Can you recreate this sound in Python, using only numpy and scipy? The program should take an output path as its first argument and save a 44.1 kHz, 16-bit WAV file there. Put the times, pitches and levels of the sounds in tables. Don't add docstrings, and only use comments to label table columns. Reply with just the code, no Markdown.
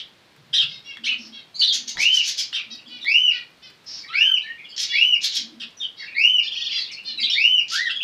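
import sys
import numpy as np
from scipy import signal
from scipy.fft import rfft, irfft
from scipy.io import wavfile
from scipy.ndimage import map_coordinates

SR = 44100
rng = np.random.default_rng(int(sys.argv[2]) if len(sys.argv) > 2 else 0)


def int16_out(signal):
    q = np.round(np.clip(np.atleast_2d(signal).T, -1, 1) * 32767)
    wavfile.write(sys.argv[1], SR, q.astype(np.int16))


N = 354123
TIME = np.arange(N) / SR


def from_db(db):
    return 10 ** (np.asarray(db) / 20)


def rms_one(x):
    return x / np.sqrt(np.mean(x ** 2) + 1e-20)


def add(out, s, sound):
    at = max(round(s * SR), 0)
    out[at:at + len(sound)] += sound[:max(N - at, 0)]


def progress(length):
    return np.linspace(0, 1, int(length * SR))


def wander(size, rate):
    points = rng.standard_normal(size=4096)
    return map_coordinates(points, [np.arange(size) * rate / SR], order=3, mode="mirror")


def gate(u, edge):
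    return np.sin(np.pi / 2 * np.clip(np.minimum(u, 1 - u) / edge, 0, 1)) ** 2


def noise(spectrum):
    hz, db = np.transpose(spectrum)
    bins_hz = np.arange(N // 2 + 1) * SR / N
    gain = from_db(np.interp(np.log(bins_hz + 1), np.log(hz), db))
    return rms_one(irfft(rfft(rng.standard_normal(N)) * gain, N))


def syrinx(hz, partials_db):
    phase = 2 * np.pi * np.cumsum(hz) / SR
    tone = 0
    for k, db in enumerate(partials_db, 1):
        tone = tone + from_db(db) * np.sin(k * phase) * (k * hz < SR / 2)
    return rms_one(tone)


# f/Hz, relative level/dB [dB per Hz]
AIR_COLOUR = [(18, -64.5), (30, -26.5), (150, -8), (807, -15), (4190, -16.5), (6530, -29), (9660, -35.5),
              (15500, -40.5)]


def air(level_db=-55.5):
    return from_db(level_db) * noise(AIR_COLOUR)


# level/dB, odd ones before the roughness
CHIRP_PARTIALS_DB = [-19.5, 1, -7, -33.5, -26, -46.5]


def chirp_tone(hz, rough, jitter_hz=700, trill_hz=62):
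    jitter, trill, flutter = .02, .15, .38
    scratch_db, scratch_ratio, scratch_spread, scratch_hz = -12, .86, .15, 2500
    size = len(hz)
    halfway_db = 30 * np.log10(rough + 0.046)
    partials_db = [db + halfway_db * (k % 2) for k, db in enumerate(CHIRP_PARTIALS_DB, 1)]
    bend = jitter * wander(size, jitter_hz) + trill * np.cos(2 * np.pi * trill_hz * TIME[:size])
    tone = syrinx(hz / 2 * (1 + rough * bend), partials_db)
    scratch = syrinx(scratch_ratio * hz * (1 + scratch_spread * wander(size, scratch_hz)), [0])
    tone = tone + rough * from_db(scratch_db) * scratch
    return tone * (1 + flutter * rough * wander(size, jitter_hz))


# t/s, length [s], start f/Hz, goal f/Hz, level/dB, roughness [0-1]
CHIRPS = [(0.0, 0.0045, 3680, 2950, -26.5, 0.6), (0.528, 0.036, 3340, 3586, -17.5, 0.66),
          (0.563, 0.036, 4337, 3254, -15, 0.34), (0.6, 0.045, 3500, 2930, -23, 0.75),
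          (1.034, 0.048, 3060, 3930, -25, 0.78), (1.061, 0.05, 2002, 3020, -23, 0.23),
          (1.111, 0.023, 2350, 2870, -22, 0.42), (1.541, 0.041, 4080, 4530, -33, 0.36),
          (1.59, 0.036, 5040, 4126, -16.5, 0.26), (1.611, 0.047, 2764, 3910, -16, 0.35),
          (1.669, 0.053, 5200, 3230, -18, 0.03), (2.522, 0.052, 3177, 3570, -26.5, 0.84),
          (2.556, 0.05, 3170, 2584, -29.5, 0.72), (3.004, 0.069, 4040, 3454, -32.5, 0.27),
          (4.429, 0.097, 1707, 1865, -37.5, 0), (5.596, 0.046, 3880, 2944, -31.5, 0.94),
          (5.767, 0.03, 6260, 5700, -44, 0.15), (5.795, 0.064, 4000, 3037, -28, 0.23),
          (6.78, 0.051, 5350, 4280, -29.5, 0.2), (6.865, .05, 2340, 3000, -44, .2),
          (6.912, 0.039, 6660, 4170, -35, 0.32), (7.173, 0.02, 4190, 3840, -25.5, 0.08),
          (7.199, 0.026, 5150, 4430, -25, 0.16), (7.227, 0.028, 2830, 4030, -16.5, 0.12),
          (7.294, 0.054, 2710, 3744, -20, 0.2), (7.298, 0.0089, 4880, 5580, -22, 0),
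          (7.856, 0.03, 3280, 3680, -29, 0.48), (7.893, 0.028, 2583, 3273, -23.5, 0.65),
          (7.955, 0.018, 3384, 3319, -20.5, 0.14), (8.001, 0.042, 2290, 3630, -24, 0.14)]


def chirps(turn_share=.93):
    out = np.zeros(N)
    for s, length, start_hz, goal_hz, db, rough in CHIRPS:
        u = progress(length)
        hz = goal_hz + (start_hz - goal_hz) * (1 - u / turn_share) ** 2
        add(out, s, from_db(db) * gate(u, edge=.2) * chirp_tone(hz, rough))
    return out


# f/Hz, relative level/dB [dB per Hz]
TICK_COLOUR = [(600, -11.5), (2000, 6), (9000, -15.5), (15500, -21)]


def ticks(ticks_per_s=12, level_db=-47.5, spread_db=4, t60_s=.0033):
    struck = rng.random(N) < ticks_per_s / SR
    cracks = struck * from_db(level_db + spread_db * rng.standard_normal(N))
    decay_per_sample = from_db(-60 / (t60_s * SR))
    return signal.lfilter([1], [1, -decay_per_sample], cracks + 1e-18) * noise(TICK_COLOUR)


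# t/s, length [s], f/Hz, level/dB before the swells
THRUMS = [(.35, 0.5, 139.8, -56), (0.946, 0.5, 233.7, -52), (1.666, 0.3, 232, -51.5),
          (2.62, 0.53, 233, -54.5), (5.332, 0.38, 236, -51), (7.04, 0.29, 236.5, -53.5)]


def thrums(width_hz=50, overtone_db=-10):
    out = np.zeros(N)
    for s, length, hz, db in THRUMS:
        u = progress(length)
        for mode_hz, mode_db in [(hz, 0), (hz * 1.35, overtone_db)]:
            shake = wander(len(u), width_hz) + 1j * wander(len(u), width_hz)
            ringing = rms_one(np.real(shake * np.exp(2j * np.pi * mode_hz * u * length)))
            swells = from_db(4 * wander(len(u), 20.5))
            add(out, s, from_db(db + mode_db) * gate(u, 0.23) * swells * ringing)
    return out


# t/s, length [s], level/dB, brightest f/Hz, pitch f/Hz before arch and sag
NASAL_CALLS = [(0.664, 0.12, -38.5, 3920, 539), (0.826, 0.13, -38.5, 3060, 558),
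               (1.311, 0.097, -38.5, 3270, 553), (2.694, 0.059, -35, 4700, 644.4),
               (2.87, 0.15, -40, 3270, 492), (3.304, 0.087, -30.5, 2650, 495.4),
               (3.611, 0.076, -41.5, 3570, 516.6), (4.867, 0.15, -26, 3560, 571.6),
               (5.954, 0.116, -38, 4260, 556.5), (6.421, 0.05, -29, 4380, 604.5),
               (6.492, 0.25, -32.5, 4530, 630.4), (6.684, 0.14, -25.5, 4530, 687),
               (7.034, 0.094, -28.5, 4280, 607)]


def nasal_calls(slope_db=15, beak_hz=5400, beak_cut_db=70):
    out = np.zeros(N)
    arch, sag, jitter, uneven_db = .1, .07, .04, 4
    for s, length, db, bright_hz, pitch_hz in NASAL_CALLS:
        u = progress(length)
        ends = (2 * u - 1) ** 2
        roughness = jitter * (ends + .2) * wander(len(u), 900)
        hz = pitch_hz * (1 - arch * ends - sag * (u - .5) + roughness)
        lines = pitch_hz * np.arange(1, 19)
        shape = -slope_db * np.abs(np.log2(lines / bright_hz))
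        shape = shape - beak_cut_db * np.maximum(np.log2(lines / beak_hz), 0)
        shape = shape - 25 * np.maximum(np.log2(1600 / lines), 0)
        partials_db = [level + uneven_db * wander(len(u), 2 / length) for level in shape]
        add(out, s, from_db(db) * gate(u, edge=.38) * syrinx(hz, partials_db))
    return out


# t/s, level/dB before the mode levels
TAPS = [(0.971, -35), (1.971, -27.5), (2.529, -36)]
# f/Hz, mean level/dB, t60 [s]
WIRE_MODES = [(1480, -23, 0.014), (1840, 6, 0.026), (2030, 6.5, 0.017), (3350, 7, 0.031)]


def taps(wire_low_hz=1070):
    out, t = np.zeros(N), TIME[:SR // 5]
    for s, db in TAPS:
        for hz, mode_db, t60 in WIRE_MODES:
            ring_db = db + mode_db + rng.normal(0, 2.9) - 60 * t / t60
            add(out, s, from_db(ring_db) * np.sin(2 * np.pi * hz * t))
    return signal.sosfilt(signal.butter(2, wire_low_hz, "high", fs=SR, output="sos"), out)


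def puffs(rows, colour):
    push = np.zeros(N)
    for s, length, db in rows:
        add(push, s, from_db(db) * gate(progress(length), 0.19))
    return push * noise(colour)


# t/s, length [s], level/dB
WHEEZES = [(1.17, 0.12, -44), (3.85, .17, -36.5)]
# f/Hz, relative level/dB [dB per Hz]
WHEEZE_COLOUR = [(1200, -14.5), (3500, -4.5), (5400, 13), (8500, -34)]


def wheezes():
    return puffs(WHEEZES, WHEEZE_COLOUR)


# t/s, length [s], level/dB before swell and grain, mean throat resonance f/Hz
RASPS = [(1.722, 0.041, -27.5, 6160), (1.87, 0.035, -32, 6030), (1.975, 0.08, -28.5, 5600),
         (2.11, 0.094, -31.5, 5460), (2.224, 0.099, -27.5, 5560), (2.359, 0.056, -27, 5200),
         (4.762, 0.084, -28, 5270), (5.205, 0.069, -29, 3970), (5.321, 0.061, -28.5, 3700),
         (7.68, 0.1, -30, 4800)]
# f/Hz, relative level/dB [dB per Hz]
RASP_COLOUR = [(900, -57), (1650, -22.5), (2390, -17), (3620, -7), (4760, -6), (6800, -11.5), (7850, -24),
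               (11500, -29), (15500, -40)]


def rasps(swell_db=10, throat_db=-3, throat_width_hz=1100, treble_hz=7600):
    out, hiss = np.zeros(N), noise(RASP_COLOUR)
    treble = signal.sosfiltfilt(signal.butter(8, treble_hz, "high", fs=SR, output="sos"), hiss)
    grain_db, grain_hz, lift = 5, 330, .2
    for s, length, db, throat_hz in RASPS:
        u = progress(length)
        during = int(s * SR) + np.arange(len(u))
        effort = np.sin(np.pi * u ** 1.2)
        push_db = db + swell_db * (effort - 0.5) + grain_db * wander(len(u), grain_hz)
        push = gate(u, 0.033) * from_db(push_db)
        resonance_hz = throat_hz * (1 + lift * (effort - effort.mean()))
        phase = 2 * np.pi * np.cumsum(resonance_hz) / SR
        ringing = wander(len(u), throat_width_hz) * np.sin(phase)
        ringing = ringing + wander(len(u), throat_width_hz) * np.cos(phase)
        breath = hiss[during] - (1 - effort ** 2) * treble[during]
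        add(out, s, push * (breath + from_db(throat_db) * ringing) / np.sqrt(2))
    return out


# t/s, length [s], level/dB
WINGS = [(1.945, 0.063, -45.5)]
# f/Hz, relative level/dB [dB per Hz]
WING_COLOUR = [(200, -3), (400, -9), (900, -2), (9000, -55)]


def wings():
    return puffs(WINGS, WING_COLOUR)


# t/s, length [s], top f/Hz, level/dB before the effort
WHISTLES = [(1.97, 0.25, 3093, -19.5), (3.041, 0.28, 3027, -19), (4.058, 0.26, 1804, -40),
            (4.123, 0.26, 3122, -18.5), (4.916, 0.25, 3010, -19.5), (6.143, .268, 3060, -18.5),
            (7.343, 0.27, 3046, -19), (7.708, 0.19, 2037, -28.5)]
# share of the call [0-1], level/dB
WHISTLE_EFFORT = [(0, -20), (.12, -0.5), (.35, 2.5), (.85, 2), (1, -9)]
# f/Hz, level/dB relative to the fundamental, before effort and flicker
BEAK_COLOUR = [(3600, -4.5), (5600, -25), (6200, -36), (9000, -63.5), (12000, -51), (15000, -73.5)]


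def whistles(quaver_hz=350, release_s=0.02, rise_power=1.8, brightening=1.7, breath_db=-21, flicker_db=4):
    out = np.zeros(N)
    rise_share, start_ratio, sag_hz = .61, .595, 386
    quaver, release_drop, usual_top_hz = .006, .18, 3050
    for s, length, top_hz, db in WHISTLES:
        u = progress(length)
        rise = rise_share * length
        t, fall = u * length - rise, length - rise
        roundness = rise_power * top_hz / usual_top_hz
        climb_hz = top_hz * (1 - start_ratio) * np.abs(t / rise) ** roundness
        sink_hz = sag_hz * np.abs(t / fall) ** roundness
        release = np.clip((t - fall) / release_s + 1, 0, 1)
        hz = (top_hz - np.where(t < 0, climb_hz, sink_hz)) * (1 - release_drop * release)
        effort_db = np.interp(u, *np.transpose(WHISTLE_EFFORT))
        hz = hz * (1 + quaver * wander(len(u), quaver_hz) / from_db(effort_db))
        overtones_db = []
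        for k in range(2, 6):
            beak_db = np.interp(k * hz, *np.transpose(BEAK_COLOUR))
            flicker = flicker_db * wander(len(u), quaver_hz)
            overtones_db.append(beak_db + brightening * (k - 2) * effort_db + flicker)
        tone = from_db(effort_db) * syrinx(hz, [0] + overtones_db)
        octave = syrinx(2 * hz * (1 + .05 * wander(len(u), 900)), [0])
        hoarse = octave * from_db(breath_db) * (np.clip(-t / rise, 0, 1) + release / 2)
        add(out, s, from_db(db) * gate(u, edge=.03) * (tone + hoarse))
    return out


# from t/s, to t/s, level/dB
TWITTER = [(2.743, 2.88, -45), (3.993, 4.17, -40), (4.418, 4.76, -39.5), (5.976, 6.15, -35),
           (6.721, 6.96, -34.5), (7.181, 7.32, -27.5)]


def twitter(pitch_hz=3300, note_s=.04, spacing_s=.045):
    out, u = np.zeros(N), progress(note_s)
    for start, end, db in TWITTER:
        for s in np.arange(start, end, spacing_s):
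            late, height, glide = rng.uniform(-0.9, 0.54, 3)
            hz = pitch_hz * 2 ** (height + glide * (u - .5))
            add(out, s + late * .03, from_db(db) * gate(u, .5) * chirp_tone(hz, rough=.35))
    return out


# t/s, length [s], turn rate [turns per s]
WARBLE = (6.455, .32, 21.2)


def warble(centre_hz=2900, swing_hz=595, rise_share=.59, level_db=-26.5):
    s, length, turns = WARBLE
    out, u = np.zeros(N), progress(length)
    turn = turns * length * u % 1
    swing = signal.sawtooth(2 * np.pi * turn, rise_share)
    hz = centre_hz + swing_hz * swing + 130 * wander(len(u), turns)
    push = (1.5 + swing) / 2 * gate(turn / .9, .15)
    add(out, s, from_db(level_db) * push * chirp_tone(hz, rough=.06))
    return out


# delay t/s, level/dB relative to the direct sound
ECHOES = [(.0031, -5), (.0074, -9.5), (0.0141, -10.5)]


def room(x, tail_db, t60=0.26, treble_t60=0.11, build_s=0.0034):
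    t = TIME[:SR // 2]
    white = rng.standard_normal(len(t))
    low = signal.sosfiltfilt(signal.butter(2, 6000, fs=SR, output="sos"), white)
    tail = low * from_db(-60 * t / t60) + (white - low) * from_db(-60 * t / treble_t60)
    tail = tail * (1 - np.exp(-t / build_s))
    response = from_db(tail_db) * tail / np.linalg.norm(tail)
    response[0] += 1
    for delay, db in ECHOES:
        response[int(delay * SR)] += from_db(db)
    return signal.fftconvolve(x, response / np.linalg.norm(response))[:N]


def scene():
    nearest = room(ticks() + taps() + warble(), tail_db=-7.5)
    middle = room(chirps(), tail_db=2.5) + room(whistles(), tail_db=3.0)
    flock = nasal_calls() + wheezes() + rasps() + wings() + twitter()
    far = room(flock, tail_db=3.0, t60=0.29, treble_t60=0.14)
    return (nearest + middle + far + thrums() + air())[None]


def record(dry):
    return signal.sosfilt(signal.ellip(10, .1, 80, 15450, fs=SR, output="sos"), dry)


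dry = scene()
out = record(dry)
int16_out(out)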